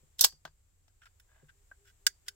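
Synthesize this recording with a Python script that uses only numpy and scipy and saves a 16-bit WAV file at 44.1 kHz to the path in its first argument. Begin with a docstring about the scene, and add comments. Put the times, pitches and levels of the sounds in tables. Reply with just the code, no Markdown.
"""A low rumble and faint hiss fill a quiet vehicle cab; close by, a hand softly bumps a drink can.
The pull tab is bent and flicked: friction makes it scrape, and sudden buckling makes sharp snaps.
Both force the resonances of the thin wall, lid and body, and the padded cab answers each snap briefly.
Later a faint, wavering tone comes and goes."""
import sys
import numpy as np
from scipy.fft import rfft, irfft, next_fast_len
from scipy.io import wavfile
from scipy.ndimage import uniform_filter1d, map_coordinates

SR = 44100
rng = np.random.default_rng(int(sys.argv[2]) if len(sys.argv) > 2 else 0)


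def bounce(signal):
    """Save signal as a 16-bit WAV file at the path given by the first command-line argument."""
    frames = np.transpose(np.atleast_2d(signal))
    limited = np.clip(frames, -1, 1)
    pcm = np.round(limited * 32767).astype(np.int16)
    wavfile.write(sys.argv[1], SR, pcm)


N = 103635
SIZE = 16384  # samples in one event
T = np.arange(SIZE) / SR
HZ = np.fft.rfftfreq(SIZE, 1 / SR)


def amp(db):
    """Decibels to amplitude ratio."""
    return 10 ** (np.asarray(db) / 20)

def unit(x):
    """Normalise to rms 1."""
    return x / np.sqrt(np.mean(x ** 2) + 1e-20)

def along(points, hz):
    """Interpolate (Hz, value) points on a logarithmic frequency axis."""
    freqs, values = np.transpose(points)
    return np.interp(np.log(hz + 1), np.log(freqs + 1), values)

def pan(db):
    """Level difference: two gains that put left db above right."""
    return amp(np.array([[db], [-db]]) / 2)

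def add(out, start, x):
    """Superposition: mix x in at start seconds."""
    i = round(start * SR)
    out[:, i:i + x.shape[-1]] += x[..., :N - i]

def noise(size, correlation, spectrum=None):
    """Partial coherence: the ratio of mid to side noise sets the left-right correlation."""
    hz = np.fft.rfftfreq(size, 1 / SR)
    angle = np.arccos(np.clip(along(correlation, hz), -1, 1)) / 2
    gain = 1 if spectrum is None else amp(along(spectrum, hz))
    white = rfft(rng.standard_normal((2, size)))
    mid, side = irfft(white * gain * [np.cos(angle), np.sin(angle)], size)
    return unit(np.array([mid + side, mid - side]))

def ring_through(x, gain):
    """Minimum-phase filtering: folding the cepstrum makes the ringing follow its excitation."""
    cepstrum = irfft(np.log(np.maximum(gain, 1e-6)))
    cepstrum[..., 1:SIZE // 2] *= 2
    cepstrum[..., SIZE // 2 + 1:] = 0
    return irfft(rfft(x) * np.exp(rfft(cepstrum)))

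def resonances(rows):
    """Resonance peaks summed in power; each falls 6 dB at one half-width from its centre."""
    return sum((amp(db) / (1 + ((HZ - hz) / half_width) ** 2)) ** 2 for hz, half_width, db in rows)


# The cab's rumble. Each row: frequency in Hz, relative level in dB.
RUMBLE_SPECTRUM = [(12, -30), (20, -3), (46, -3), (102, -8), (118, -21.5), (157, -22), (236, -35.5),
                   (300, -30.5), (390, -62), (660, -120)]

def cab_rumble():
    """Low noise, most coherent between left and right at the longest wavelengths."""
    return amp(-68) * noise(N, [(60, .92), (150, .75), (400, .25)], RUMBLE_SPECTRUM)


# The colour of the hiss. Each row: frequency in Hz, relative level in dB.
HISS_SPECTRUM = [(200, -22), (400, -14.5), (620, -19), (1200, -21), (2000, -21.5), (4300, -25), (6000, -23),
                 (6900, -17), (7500, -11.5), (8300, -19.5), (10200, -28.5), (14000, -25), (16000, -30)]
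# Its slow drift. Each row: time in seconds, level in dB.
HISS_DRIFT = [(0, -72.5), (0.548, -76.5), (0.799, -77), (1.16, -74.5), (1.8, -72.5), (2.35, -73)]

def microphone_hiss():
    """Broadband noise, almost incoherent between the channels."""
    level_db = np.interp(np.arange(N) / SR, *np.transpose(HISS_DRIFT))
    return amp(level_db) * noise(N, [(1000, 0.014)], HISS_SPECTRUM) * pan(2)


# Bumps of the hand. Each row: start in seconds, level in dB.
HAND_BUMPS = [(0.027, -69.5), (0.328, -70.5), (0.448, -66), (1.427, -62)]
# The modes they excite. Each row: frequency in Hz, relative level in dB, 60 dB decay time in seconds.
THUD_MODES = [(147, 9.5, 0.183), (230, 2.5, 0.086), (388, 10.5, 0.043), (514, 4, 0.065)]

def hand_bumps(attack_s=0.005):
    """Free vibration: each shift of the grip starts low modes that die away as damped sines."""
    out = np.zeros((2, N))
    attack = 1 - np.exp(-T / attack_s)
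    for start, level_db in HAND_BUMPS:
        thud = sum(amp(db - 60 * T / t60) * np.sin(2 * np.pi * (hz * T + rng.random((2, 1)) / 4))
                   for hz, db, t60 in THUD_MODES)
        add(out, start, amp(level_db) * thud * attack)
    return out


# Coherence of a contact. Each row: frequency in Hz, left-right correlation.
CONTACT_COHERENCE = [(100, .7), (500, 0.24), (1500, 0.64), (3000, .3), (15000, .1)]

def contact_noise(left_lead_s=.00007):
    """Arrival-time difference: the noise of a contact reaches the left channel first."""
    phase_shift = np.exp(1j * np.pi * HZ * left_lead_s * np.array([[1], [-1]]))
    return irfft(rfft(noise(SIZE, CONTACT_COHERENCE)) * phase_shift)


# The metal's crack and the body's dull knock. Each row: frequency in Hz, relative level in dB.
CRACK_SPECTRUM = [(200, -42.5), (1000, -35), (1950, -17.5), (2450, -19.5), (3300, -5), (4300, -5),
                  (5200, -0.5), (6400, -6.5), (7500, -3.5), (10500, -12), (13500, -12), (16000, -12)]
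KNOCK_SPECTRUM = [(40, -18), (150, -14.5), (290, -17.5), (400, -7.5), (500, -13), (640, -1), (790, -4.5),
                  (1050, -3), (1300, -8), (4000, -35.5)]
# Modes of the thin wall and tab, and of the lid. Each row: frequency in Hz, half-width in Hz, gain in dB.
SHELL_MODES = [(3285, 89, -5), (3606, 45, -2), (4170, 70, -3), (4880, 70, -1), (5480, 45, 2.5),
               (5320, 45, 0), (6013, 35, -2.5), (6473, 30, -1.5), (7166, 40, -3.5), (7670, 130, -2),
               (8440, 50, -6.5), (9900, 90, -6), (12850, 90, -6.5)]
LID_MODES = [(1571, 100, 3), (1968, 140, -6.5), (2520, 360, -12), (2970, 130, -8), (3510, 160, -8.5)]
LID_HZ = LID_MODES[0][0]
# The can's stereo balance. Each row: frequency in Hz, left over right in dB.
CAN_LEFT_RIGHT = [(100, -0.5), (280, -10), (600, -2), (1500, 0.5), (2800, 3), (5000, -4), (9000, 0.5),
                  (15000, 3)]

def can_response(crack_db, lid_db, knock_db, bright_db, lid_hz=LID_HZ):
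    """Forced response: metal, lid and body add in power; each contact favours other metal resonances."""
    metal_tilt_db = bright_db * np.log2(np.maximum(HZ / 3400, 1))
    metal = amp(along(CRACK_SPECTRUM, HZ)) ** 2 + resonances(SHELL_MODES)
    metal *= amp(crack_db + metal_tilt_db) ** 2
    lid_modes = [(hz * lid_hz / LID_HZ, half_width, db) for hz, half_width, db in LID_MODES]
    lid_tilt_db = 0.71 * bright_db * np.log2(np.maximum(HZ / lid_hz, 1))
    lid = resonances(lid_modes) * amp(lid_db + lid_tilt_db) ** 2
    body = amp(knock_db + along(KNOCK_SPECTRUM, HZ)) ** 2
    ripple_db = 3.5 * map_coordinates(rng.standard_normal(SIZE), [HZ / 260])  # a new value every 260 Hz
    balance = amp(along(CAN_LEFT_RIGHT, HZ) * np.array([[.5], [-.5]]))
    return np.sqrt(metal * unit(amp(ripple_db)) ** 2 + lid + body) * balance


# Scrapes of tab and fingers. Each row: start and length in seconds, metal, lid and knock levels in dB,
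# treble tilt in dB per octave, lowest lid mode in Hz.
SCRAPE_STROKES = [ (0.183, 0.062, -41, -42.5, -68.5, 3.5, 1970),
                  (1.012, 0.036, -63, -45.5, -67, -0.5, 1424), (1.06, 0.02, -62.5, -42, -66.5, 0, 1350),
                  (1.268, 0.21, -81.5, -55.5, -57.5, -4.5, 1610), (1.482, 0.026, -65, -46, -68.5, -4, 1520),
                  (1.843, 0.077, -65, -50, -82.5, 2.5, 1520), (2.257, 0.042, -58, -48.5, -75, 1, 1470), ]

def scrapes(grain_db=3.5, grains_per_s=460):
    """Frictional excitation: grainy noise swells and fades, driving the can's resonances."""
    out = np.zeros((2, N))
    for start, length, crack_db, lid_db, knock_db, bright_db, lid_hz in SCRAPE_STROKES:
        grain = map_coordinates(rng.standard_normal(SIZE), [T * grains_per_s], order=1)
        stroke = np.abs(np.sin(np.pi * np.minimum(T / length, 1))) ** .7
        friction = unit(contact_noise() * amp(grain_db * grain))
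        response = can_response(crack_db, lid_db, knock_db, bright_db, lid_hz)
        add(out, start, ring_through(friction * stroke, response))
    return out


# Snaps and ticks of the tab. Each row: start in seconds, crack, lid and knock levels in dB,
# treble tilt in dB per octave, left over right in dB, cab tail relative to the burst in dB.
TAB_SNAPS = [ (0.1924, 4, -7.5, -15, -3, -1.5, -13), (0.2097, 13, -28, -1.5, 6, -2, -8),
             (0.2205, -4, -10.5, -19, -2.5, -17.5, -7), (0.2389, 9.5, -9, 1.5, -4.5, -11, -15),
             (0.2402, 16, 0, -18, -2.5, -1, -23), (0.2448, 20, 8, 13.5, 0.5, 1, -15),
             (0.323, -27.5, -32.5, -25, -1.5, 4, -9), (0.4516, -9, -2, 0, -8, 2.5, -11.5),
             (0.476, -30.5, -19, -19, -8, -1, -18), (0.880, -33.5, -30, -31, -3.5, 4.5, -10.5),
             (1.018, -50, -17.5, -35.5, -2, 0, 4), (1.056, -27, -15, -33, -3, 3, -3),
             (1.1987, -32, -22, -41, 3.5, -0.5, -13.5), (1.493, -32, -15, -43, -16, 1.5, -11.5),
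             (1.7135, -51.5, -6, -17, -37.5, 3, -14), (2.0664, 17, 17.5, -13, -1.5, -1, -24.5),
             (2.2825, -3, 2, -31, 0, 0, -21.5), ]
# The tab's lingering shimmer. Each row: frequency in Hz, half-width in Hz, relative level in dB.
TAB_MODES = [(4440, 60, -8), (4784, 70, 1), (5800, 220, -12.5), (6740, 2000, -18)]

def tab_snaps(buckling_s=.0018, shell_t60=.026, cab_t60=0.093, shimmer_t60=.2):
    """Impulsive excitation: buckling rings the can, the cab reverberates and the tab shimmers on."""
    out = np.zeros((2, N))
    shell_decay = amp(-60 * np.maximum(T - buckling_s, 0) / shell_t60)
    for start, crack_db, lid_db, knock_db, bright_db, pan_db, tail_db in TAB_SNAPS:
        cab_tail = amp(tail_db - 60 * T / cab_t60)
        burst = contact_noise() * np.hypot(shell_decay, cab_tail)
        # Whiten the burst so that the can sets its colour and level.
        burst_power = uniform_filter1d(np.abs(rfft(burst)) ** 2, size=160, axis=1)
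        burst_colour = np.sqrt(np.abs(burst_power) + 1e-12)
        snap = ring_through(burst, can_response(crack_db, lid_db, knock_db, bright_db) / burst_colour)
        shimmer = unit(ring_through(contact_noise(), np.sqrt(resonances(TAB_MODES))))
        shimmer_db = 1.1 * (crack_db + tail_db) - 43  # audible only after hard snaps
        shimmer *= amp(shimmer_db - 60 * T / shimmer_t60)
        add(out, start, (snap + shimmer) * pan(pan_db))
    return out


# Swells of the faint tone. Each row: start in seconds, length in seconds, peak level in dB.
TONE_SWELLS = [(1.528, .14, -79), (1.758, 0.15, -72), (1.97, 0.18, -77), (2.226, 0.17, -76)]

def faint_tone(base_hz=370, rise_hz=35.4):
    """Amplitude and frequency modulation: a sine rises a little in pitch as it swells."""
    out = np.zeros((2, N))
    for start, length, db in TONE_SWELLS:
        swell = np.sin(np.pi * np.minimum(T / length, 1))
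        phase = 2 * np.pi * np.cumsum(base_hz + rise_hz * swell) / SR
        add(out, start, amp(db) * swell * np.sin(phase))
    return out


def scene():
    """Superposition of the handled can and the cab's background."""
    return tab_snaps() + scrapes() + hand_bumps() + faint_tone() + microphone_hiss() + cab_rumble()

def record(dry):
    """Soft saturation rounds the highest peaks; a steep low-pass ends the band at 16 kHz."""
    rounded = dry / (1 + dry ** 6) ** (1 / 6)
    size = next_fast_len(N + SIZE)
    low_pass = 1 / np.sqrt(1 + (np.fft.rfftfreq(size, 1 / SR) / 16000) ** 160)
    return irfft(rfft(rounded, size) * low_pass, size)[:, :N]


dry = scene()
out = record(dry)
bounce(out)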